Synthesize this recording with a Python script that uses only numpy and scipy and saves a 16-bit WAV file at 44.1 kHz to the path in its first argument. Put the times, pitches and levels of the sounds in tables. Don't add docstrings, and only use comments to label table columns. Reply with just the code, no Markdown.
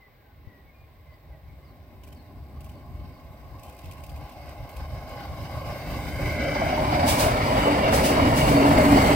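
import sys
import numpy as np
from scipy import signal
from scipy.fft import rfft, irfft, next_fast_len
from scipy.io import wavfile
from scipy.ndimage import uniform_filter1d, map_coordinates

SR = 44100
rng = np.random.default_rng(int(sys.argv[2]) if len(sys.argv) > 2 else 0)


def wav_out(sig):
    wavfile.write(sys.argv[1], SR, np.round(np.clip(np.atleast_2d(sig).T, -1, 1) * 32767).astype(np.int16))


N = 403515
SPEED_M_PER_S, GAP_M, SOURCE_SIZE_M = 17, 5, 8.08

# t/s, rolling weight/dB, ring level/dB
BOGIES = [(7.15, 0, -46), (7.72, -1.5, -37.5), (8.42, -1.3, -37.5), (9.2, 5, -40)]
# f/Hz, relative level/dB
ENGINE_FAR = [(18, -40), (30, -18), (45, -2.5), (68, 5.5), (100, -2.5), (125, -4.5), (152, -5.5),
              (190, -20), (260, -79)]
ENGINE_NEAR = [(30, -40), (41, -0.5), (64, -1), (88, 2), (130, 0.5), (175, -5), (200, -28), (260, -44)]
BODY_COLOUR = [(97, -14), (160, -5.5), (199, -5.5), (238, -1), (293, -3.5), (334, -9.5), (381, -6.5),
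               (430, -14.5), (860, -75)]
TRACK_FAR = [(230, -26), (390, -13), (421, -14.5), (507, -2), (588, 2.5), (772, -1.5), (825, 2.5),
             (880, -9), (925, -7), (1070, 1.5), (1330, -20.5), (2150, -68)]
TRACK_HEAD_ON = [(230, -42), (390, -11), (423, -17.5), (567, -3.5), (834, -17), (905, -19), (1400, -23),
                 (2500, -75)]
TRACK_BY_CAB = [(300, -30), (420, -28), (580, 4), (720, 3.5), (850, -2), (1050, -4), (1300, -22),
                (1700, -59)]
TRACK_NEAR = [(230, -34), (390, -12), (437, -6.5), (610, -1), (910, -8.5), (1080, -13), (1400, -24.5),
              (2500, -65)]
WHEELS_FAR = [(720, -38), (1230, -22.5), (1510, -5.5), (1850, -16.5), (2010, -10.5), (2200, -3.5),
              (2320, -25), (2430, -12.5), (3070, -14.5), (3380, -22.5), (3710, -16), (4330, -20),
              (4810, -14.5), (6600, -29.5), (8580, -74)]
WHEELS_NEAR = [(720, -12.5), (1230, -5.5), (1770, -4.5), (2240, 1.5), (2520, -8), (2840, -6), (3270, -13.5),
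               (4090, -16.5), (4610, -12), (6600, -27.5), (8580, -56)]
HISS_FAR = [(4500, -29), (6200, -13), (7200, -6.5), (8400, -1.5), (10000, -10), (11800, -6), (13000, 4),
            (15500, -4.5)]
HISS_NEAR = [(4500, -18), (6200, -10), (6700, -10.5), (8100, -3.5), (9400, -11), (15500, -11)]
# level beside one bogie/dB, gain per halving of distance/dB, field loss/(dB/m)
RUMBLE_GROWTH = (-29, 4.9, 0.066)
BODY_GROWTH = (-34, 13, 0.0022)
TRACK_GROWTH = (-30, 7.92, 0.13)
WHEELS_GROWTH = (-38, 10.3, 0.11)
HISS_GROWTH = (-55.5, 6.2, 0.098)
# centre t/s, length/s, gain/dB
RUMBLE_SWELLS = [(0, 0.78, -9), (1.186, 0.11, -8), (2.8, .6, -0.5), (3.746, 0.094, -9), (4.42, 0.28, -5),
                 (6.16, 0.18, 6.5), (6.752, 0.78, 0), (7.45, 0.36, -5)]
BODY_SWELLS = [(.52, 0.23, 8), (2.4, 1.7, 9), (6.4, 0.62, 3), (7.4, 0.51, -2.5), (8.65, 1.2, 2.5)]
TRACK_SWELLS = [(6.09, 0.28, -4)]
HISS_SWELLS = [(4, 8.4, 4.3), (6, 0.64, 3.4), (7.6, 0.21, 4.6), (9, 0.96, 8.7)]
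# f/Hz, level before the fader/dB
WHINE_TONES = [(279, -77), (705, -65.5), (826, -66), (1044, -72)]
DRONE_TONES = [(62, -32.5), (123.8, -35.5), (376.8, -51), (613.7, -31.5)]
# t/s, whine gain/dB, drone gain/dB
TONE_FADERS = [(0, -31, -69), (2.6, 1.5, -30), (5.4, 7.5, -47), (6.4, 14.5, -6), (8.55, -18, -4.5),
               (8.67, -24, 3.5)]
# t/s, level/dB
HUM_LEVEL = [(0, -82), (5.7, -55), (6.5, -38), (7.62, -37), (7.73, -24), (7.87, -40), (8.26, -25.5),
             (8.42, -36), (8.55, -18.5), (8.68, -20), (8.78, -32), (8.88, -19), (9.02, -31)]
# t/s, f/Hz
HUM_PITCH = [(6.9, 297), (7.8, 281.7)]
# f/Hz, width/Hz, relative level/dB
RAIL_MODES = [(1539, 180, 1.5), (2161, 220, 10), (3040, 90, -6), (4650, 130, -12), (4920, 160, -14.5)]
WHEEL_MODES = [(2263, 110, -1), (2843, 110, 4), (3710, 70, -5.5), (4630, 83, -7.5)]
# t/s, level/dB
RAIL_LEVEL = [(3, -75), (5.4, -57), (6.12, -44), (6.3, -36.5), (6.56, -33), (6.85, -43.5), (7.3, -71)]
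# t/s, ring f/Hz, strength/dB
THUDS = [(5.694, 594, -24.5), (6.19, 543, -22), (6.485, 555, -17.5), (6.558, 578, -19), (6.617, 655, -14.5),
         (6.663, 668, -18.5), (6.727, 737, -16.5), (6.775, 900, -18), (6.815, 563, -20.5),
         (6.935, 142, -14.5), (7.039, 252, -16), (7.68, 558, -15.5), (7.924, 238, -11), (8.041, 258, -12),
         (9.094, 601, -8.5)]
# t/s, strength/dB
AXLE_HITS = [(7.097, -23.5), (7.21, -25), (7.952, -27), (8.06, -26.5), (8.385, -29.5), (8.495, -33.5)]
# t/s, snap strength/dB, ring f/Hz
TICKS = [(2.034, -43, 2950), (2.073, -46.5, 2330), (2.1235, -47, 3070), (2.605, -43, 2740),
         (2.6429, -44, 2320), (2.6938, -48, 3060), (3.593, -44, 2610), (3.6306, -41.5, 2340),
         (3.681, -47, 3060), (3.7234, -47, 2540), (3.7865, -41.5, 2430), (3.8417, -45, 2690),
         (3.8564, -52, 2500), (3.911, -40, 2400), (3.9794, -48, 2400), (4.036, -38.5, 2400),
         (4.0921, -43, 2450), (4.159, -44, 2480), (4.2926, -43, 2300), (4.4914, -44, 2980),
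         (4.69, -40, 2500), (4.7641, -40, 2520), (5.09, -41, 2380)]
# t/s, length/s, start f/Hz, end f/Hz, level/dB
WHISTLES = [(0, 0.081, 2080, 1980, -56.5), (.17, 0.21, 1700, 1475, -68), (0.444, 0.19, 1970, 1935, -60),
            (.65, 0.083, 2250, 2170, -61.5), (0.727, 0.13, 2460, 2420, -63), (1.066, 0.1, 2100, 2010, -62),
            (1.318, 0.045, 2100, 1920, -58.5), (1.48, 0.05, 2300, 2150, -60), (1.62, .06, 2050, 2130, -61)]
TWITTERS = [(1.11, .05, 4400, 4950, -69), (1.645, .08, 5400, 4000, -68), (2.16, .06, 4800, 4100, -66),
            (2.735, .07, 4700, 4300, -68), (3.125, 0.07, 4800, 4350, -66.5), (4.26, .06, 3900, 3300, -63)]
# f/Hz, relative level/dB
THUD_COLOUR = [(70, -24), (290, 9), (620, 3), (1200, -4), (2200, -1.5), (9000, -72)]
CLASH_COLOUR = [(1350, -17), (2300, -3), (3680, -5.5), (5050, -5), (6820, -9.5), (8290, -6), (15100, -13.5),
                (16000, -4)]
TICK_COLOUR = [(1700, -27), (2450, 6.5), (3100, 3), (3600, -5), (5200, -2.5), (7000, -6.5), (8300, -1),
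               (10000, -6.5), (11500, -2), (14000, -3)]
HUSH_COLOUR = [(30, -6), (150, -6), (460, 0.5), (750, -11), (1300, -14.5), (2000, -6.5), (3200, -17),
               (3800, -15), (6000, -30), (9000, -50)]
HIGH_HISS_COLOUR = [(11000, -28), (12200, -16), (13200, -7), (15500, -2)]
# f/Hz, side minus mid/dB
WIDTH_AHEAD = [(60, -11), (200, -14), (700, -13), (1290, -4), (2200, -1.5), (4400, .5)]
WIDTH_BESIDE = [(60, -13.5), (200, -22.5), (380, -8), (700, -0.5), (1290, 5.5), (2380, -6.5), (4400, 0.7)]


def engine():
    rumble_db = approach(RUMBLE_GROWTH, RUMBLE_SWELLS)
    throb = unit(amp(3.6 * wobble(16)))
    rumble = amp(rumble_db) * throb * passing((4.8, ENGINE_FAR, 0), (7.2, ENGINE_NEAR, 1))
    whine_db, drone_db = curves(TONE_FADERS)
    whine = amp(whine_db) * shaft_tones(WHINE_TONES, drift=0.00231, flutter_db=-0.5, lag_ms=0.066)
    drone = amp(drone_db) * shaft_tones(DRONE_TONES, drift=0.00496, flutter_db=3.5, lag_ms=-0.005)
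    return rumble + whine + drone + hum()


def shaft_tones(partials, drift, flutter_db, lag_ms):
    shaft_time = np.cumsum(1 + drift * wobble(5)) / SR
    stereo_time = shaft_time + np.array([[.5], [-.5]]) * lag_ms / 1000
    mix = np.zeros((2, N))
    for hz, db in partials:
        flutter = unit(amp(flutter_db * wobble(14)))
        mix += np.sqrt(2) * amp(db) * flutter * np.sin(2 * np.pi * hz * stereo_time + 1.04 * wobble(22))
    return mix


def hum(waver=0.017, throb_db=2.8):
    (db,), (hz,) = curves(HUM_LEVEL), curves(HUM_PITCH)
    tone = np.sin(2 * np.pi * np.cumsum(hz * (1 + waver * wobble(30))) / SR)
    return from_right(amp(db) * unit(amp(throb_db * wobble(45)) * tone), lag_ms=0.12)


def rolling(sleeper_hz=19):
    thrum = np.sin(2 * np.pi * sleeper_hz * clock() + 2.6 * wobble(4.7)) + wobble(16)
    body_db = approach(BODY_GROWTH, BODY_SWELLS) + 1.4 * thrum + wobble(19)
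    body = amp(body_db) * rush(BODY_COLOUR, beside=0.61)
    track_db = approach(TRACK_GROWTH, TRACK_SWELLS) + 0.62 * thrum + wobble(70)
    track = amp(track_db) * passing((6.0, TRACK_FAR, 0), (6.45, TRACK_HEAD_ON, .6),
                                    (6.88, TRACK_BY_CAB, 1), (7.6, TRACK_NEAR, 1))
    wheels_db = approach(WHEELS_GROWTH) + 1.02 * thrum + 1.1 * wobble(90)
    wheels = amp(wheels_db) * passing((6.5, WHEELS_FAR, 0), (7.1, WHEELS_NEAR, 1))
    hiss_db = approach(HISS_GROWTH, HISS_SWELLS) + 0.37 * thrum + 1.2 * wobble(150)
    hiss = amp(hiss_db) * passing((5.6, HISS_FAR, 0), (7.2, HISS_NEAR, 1))
    return body + shimmer(track + hiss, depth_db=2.0) + shimmer(wheels, depth_db=2.4)


def approach(growth, swells=()):
    near_db, halving_db, loss_db_per_m = growth
    t, closest = clock(), np.hypot(GAP_M, SOURCE_SIZE_M)
    power = sum((amp(db) * closest / np.hypot(closest, SPEED_M_PER_S * (t - s))) ** 2
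                for s, db, _ in BOGIES)
    ahead_m = SPEED_M_PER_S * np.maximum(BOGIES[0][0] - t, 0)
    swell_db = sum(db * .5 ** ((2 * (t - s) / length) ** 2) for s, length, db in swells)
    return near_db + halving_db * np.log2(np.sqrt(power)) - loss_db_per_m * ahead_m + swell_db


def passing(*stages):
    times = [s for s, _, _ in stages]
    shares = [np.interp(clock(), times, row) for row in np.eye(len(stages))]
    return sum(np.sqrt(share) * rush(colour, beside) for share, (_, colour, beside) in zip(shares, stages))


def shimmer(x, depth_db, frame=1024):
    spectra = signal.stft(x, nperseg=frame)[2]
    patches = uniform_filter1d(rng.standard_normal(spectra.shape[1:]), size=4, axis=0)
    patches = uniform_filter1d(patches, size=10, axis=1)
    return signal.istft(spectra * amp(depth_db * unit(patches)), nperseg=frame)[1][:, :N]


def rail_song():
    level_db, = curves(RAIL_LEVEL)
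    song = amp(level_db + 0.62 * wobble(30)) * ringing(RAIL_MODES)
    return np.array([song, song])


def wheel_ring(sound_m_per_s=343):
    t, steel, ring = clock(), ringing(WHEEL_MODES), np.zeros(N)
    for s, _, db in BOGIES:
        distance = np.hypot(GAP_M, SPEED_M_PER_S * (t - s))
        doppler = np.interp(t - distance / sound_m_per_s, t, np.roll(steel, rng.integers(N)))
        ring += amp(db) * (GAP_M / distance) ** 2 * doppler
    return shimmer(from_right(ring, lag_ms=0.45), depth_db=5.5)


def ringing(modes):
    ring = np.zeros(N)
    for hz, width, db in modes:
        phase = 2 * np.pi * hz * clock()
        ring += amp(db) * (wobble(1.5 * width) * np.cos(phase) + wobble(1.5 * width) * np.sin(phase))
    return unit(ring)


def thuds(noise_db=-13):
    ring = from_right(knocks(THUDS, rise=0.0021, t60=0.075), lag_ms=0.15)
    burst = amp(noise_db) * strikes([(s, db) for s, _, db in THUDS], rise=0.0019, t60=0.11)
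    return ring + burst * rush(THUD_COLOUR, beside=.6)


def rail_joint(rise=0.018, t60=0.4):
    t, power = clock(), np.zeros(N)
    for s, db in AXLE_HITS:
        attack = np.exp(-(np.minimum(t - s, 0) / rise) ** 2)
        power += attack * amp(db - 60 * np.maximum(t - s, 0) / t60) ** 2
    return np.sqrt(power) * rush(CLASH_COLOUR, beside=0.68)


def ticks(wood_db=-50.5):
    hits = [(s, db) for s, db, _ in TICKS]
    snap = strikes(hits, rise=0.007, t60=0.032)
    rattle = amp(-22.5 + 4.6 * wobble(200)) * strikes(hits, rise=0.0026, t60=0.43)
    wood = knocks([(s, hz, wood_db) for s, _, hz in TICKS], rise=0.00091, t60=0.032)
    return (snap + rattle) * rush(TICK_COLOUR) + wood


def birds(echo_db=-4, t60=0.31):
    twitter = calls(TWITTERS, waver=.035, waver_rate=260) * unit(amp(3.5 * wobble(140)))
    song = calls(WHISTLES, waver=.012, waver_rate=160) * amp(1.6 * wobble(71)) + twitter
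    t = np.arange(SR // 2) / SR
    trees = rng.standard_normal((2, len(t))) * amp(-60 * t / t60)
    echo = signal.fftconvolve(song[None], trees / np.linalg.norm(trees[0]), axes=1)[:, :N]
    return song + amp(echo_db) * echo


def calls(notes, waver, waver_rate):
    song, quiver = np.zeros(N), 1 + waver * wobble(waver_rate)
    for s, length, start_hz, end_hz, db in notes:
        progress, onset = np.linspace(0, 1, int(length * SR)), round(s * SR)
        span = slice(onset, onset + len(progress))
        pitch = (end_hz + (start_hz - end_hz) * (1 - progress) ** 2) * quiver[span]
        arch = np.sqrt(np.abs(np.sin(np.pi * progress)))
        song[span] += amp(db) * arch * np.sin(2 * np.pi * np.cumsum(pitch) / SR)
    return song


def puff(start=.472, hz=100, rise=0.00057, t60=0.065, db=-27):
    t = np.maximum(clock() - start, 0)
    envelope = (1 - np.exp(-t / rise)) * amp(-60 * t / t60)
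    return -amp([[db], [db - 17]]) * envelope * np.sin(2 * np.pi * hz * t)


def country_hush():
    return amp(-65) * rush(HUSH_COLOUR, beside=1) + amp(-68.5) * rush(HIGH_HISS_COLOUR)


def rush(colour, beside=0, ahead_ms=-.05, beside_ms=0.37, direct=0.97):
    size = next_fast_len(N + 8192)
    hz = np.fft.rfftfreq(size, 1 / SR)
    mid, diffuse = rfft(rng.standard_normal((2, size))) * amp(along(colour, hz))
    lag = np.interp(beside, [0, 1], [ahead_ms, beside_ms]) / 1000
    width_db = (1 - beside) * along(WIDTH_AHEAD, hz) + beside * along(WIDTH_BESIDE, hz)
    lead = direct * np.sin(2 * np.pi * hz * lag) / (1 + (hz / 2300) ** 2)
    side = amp(width_db) * (1j * lead * mid + np.sqrt(1 - lead ** 2) * diffuse)
    mid, side = irfft([mid, side], size)[:, :N]
    return np.array([mid - side, mid + side]) / np.std(mid)


def strikes(hits, rise, t60):
    t = np.arange(SR // 2) / SR
    blow = (1 - np.exp(-t / rise)) * amp(-60 * t / t60)
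    envelope = np.zeros(N + len(t))
    for s, db in hits:
        envelope[round(s * SR):][:len(t)] += amp(db) * blow
    return envelope[:N]


def knocks(hits, rise, t60):
    t = clock()
    return sum(strikes([(s, db)], rise, t60) * np.sin(2 * np.pi * hz * (t - s)) for s, hz, db in hits)


def from_right(x, lag_ms):
    return np.array([np.interp(clock() - lag_ms / 1000, clock(), x), x])


def wobble(rate):
    knots = rng.standard_normal(int(N * rate / SR) + 4)
    fine = np.arange(0, len(knots) - 1, 1 / 10)
    return np.interp(clock() * rate, fine, map_coordinates(knots, [fine]))


def curves(rows):
    times, *columns = np.transpose(rows)
    return [np.interp(clock(), times, column) for column in columns]


def along(points, hz):
    point_hz, db = np.transpose(points)
    return np.interp(np.log(hz + 1), np.log(point_hz + 1), db)


def amp(db):
    return 10 ** (np.asarray(db) / 20)


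def unit(x):
    return x / np.sqrt(np.mean(x ** 2) + 1e-20)


def clock():
    return np.arange(N) / SR


def scene():
    train = engine() + rolling() + rail_song() + wheel_ring() + thuds() + rail_joint()
    return train + ticks() + birds() + puff() + country_hush()


def record(dry):
    size, top_hz = next_fast_len(N + 8192), 15850
    return irfft(rfft(dry, size) * (np.fft.rfftfreq(size, 1 / SR) < top_hz), size)[:, :N]


dry = scene()
out = record(dry)
wav_out(out)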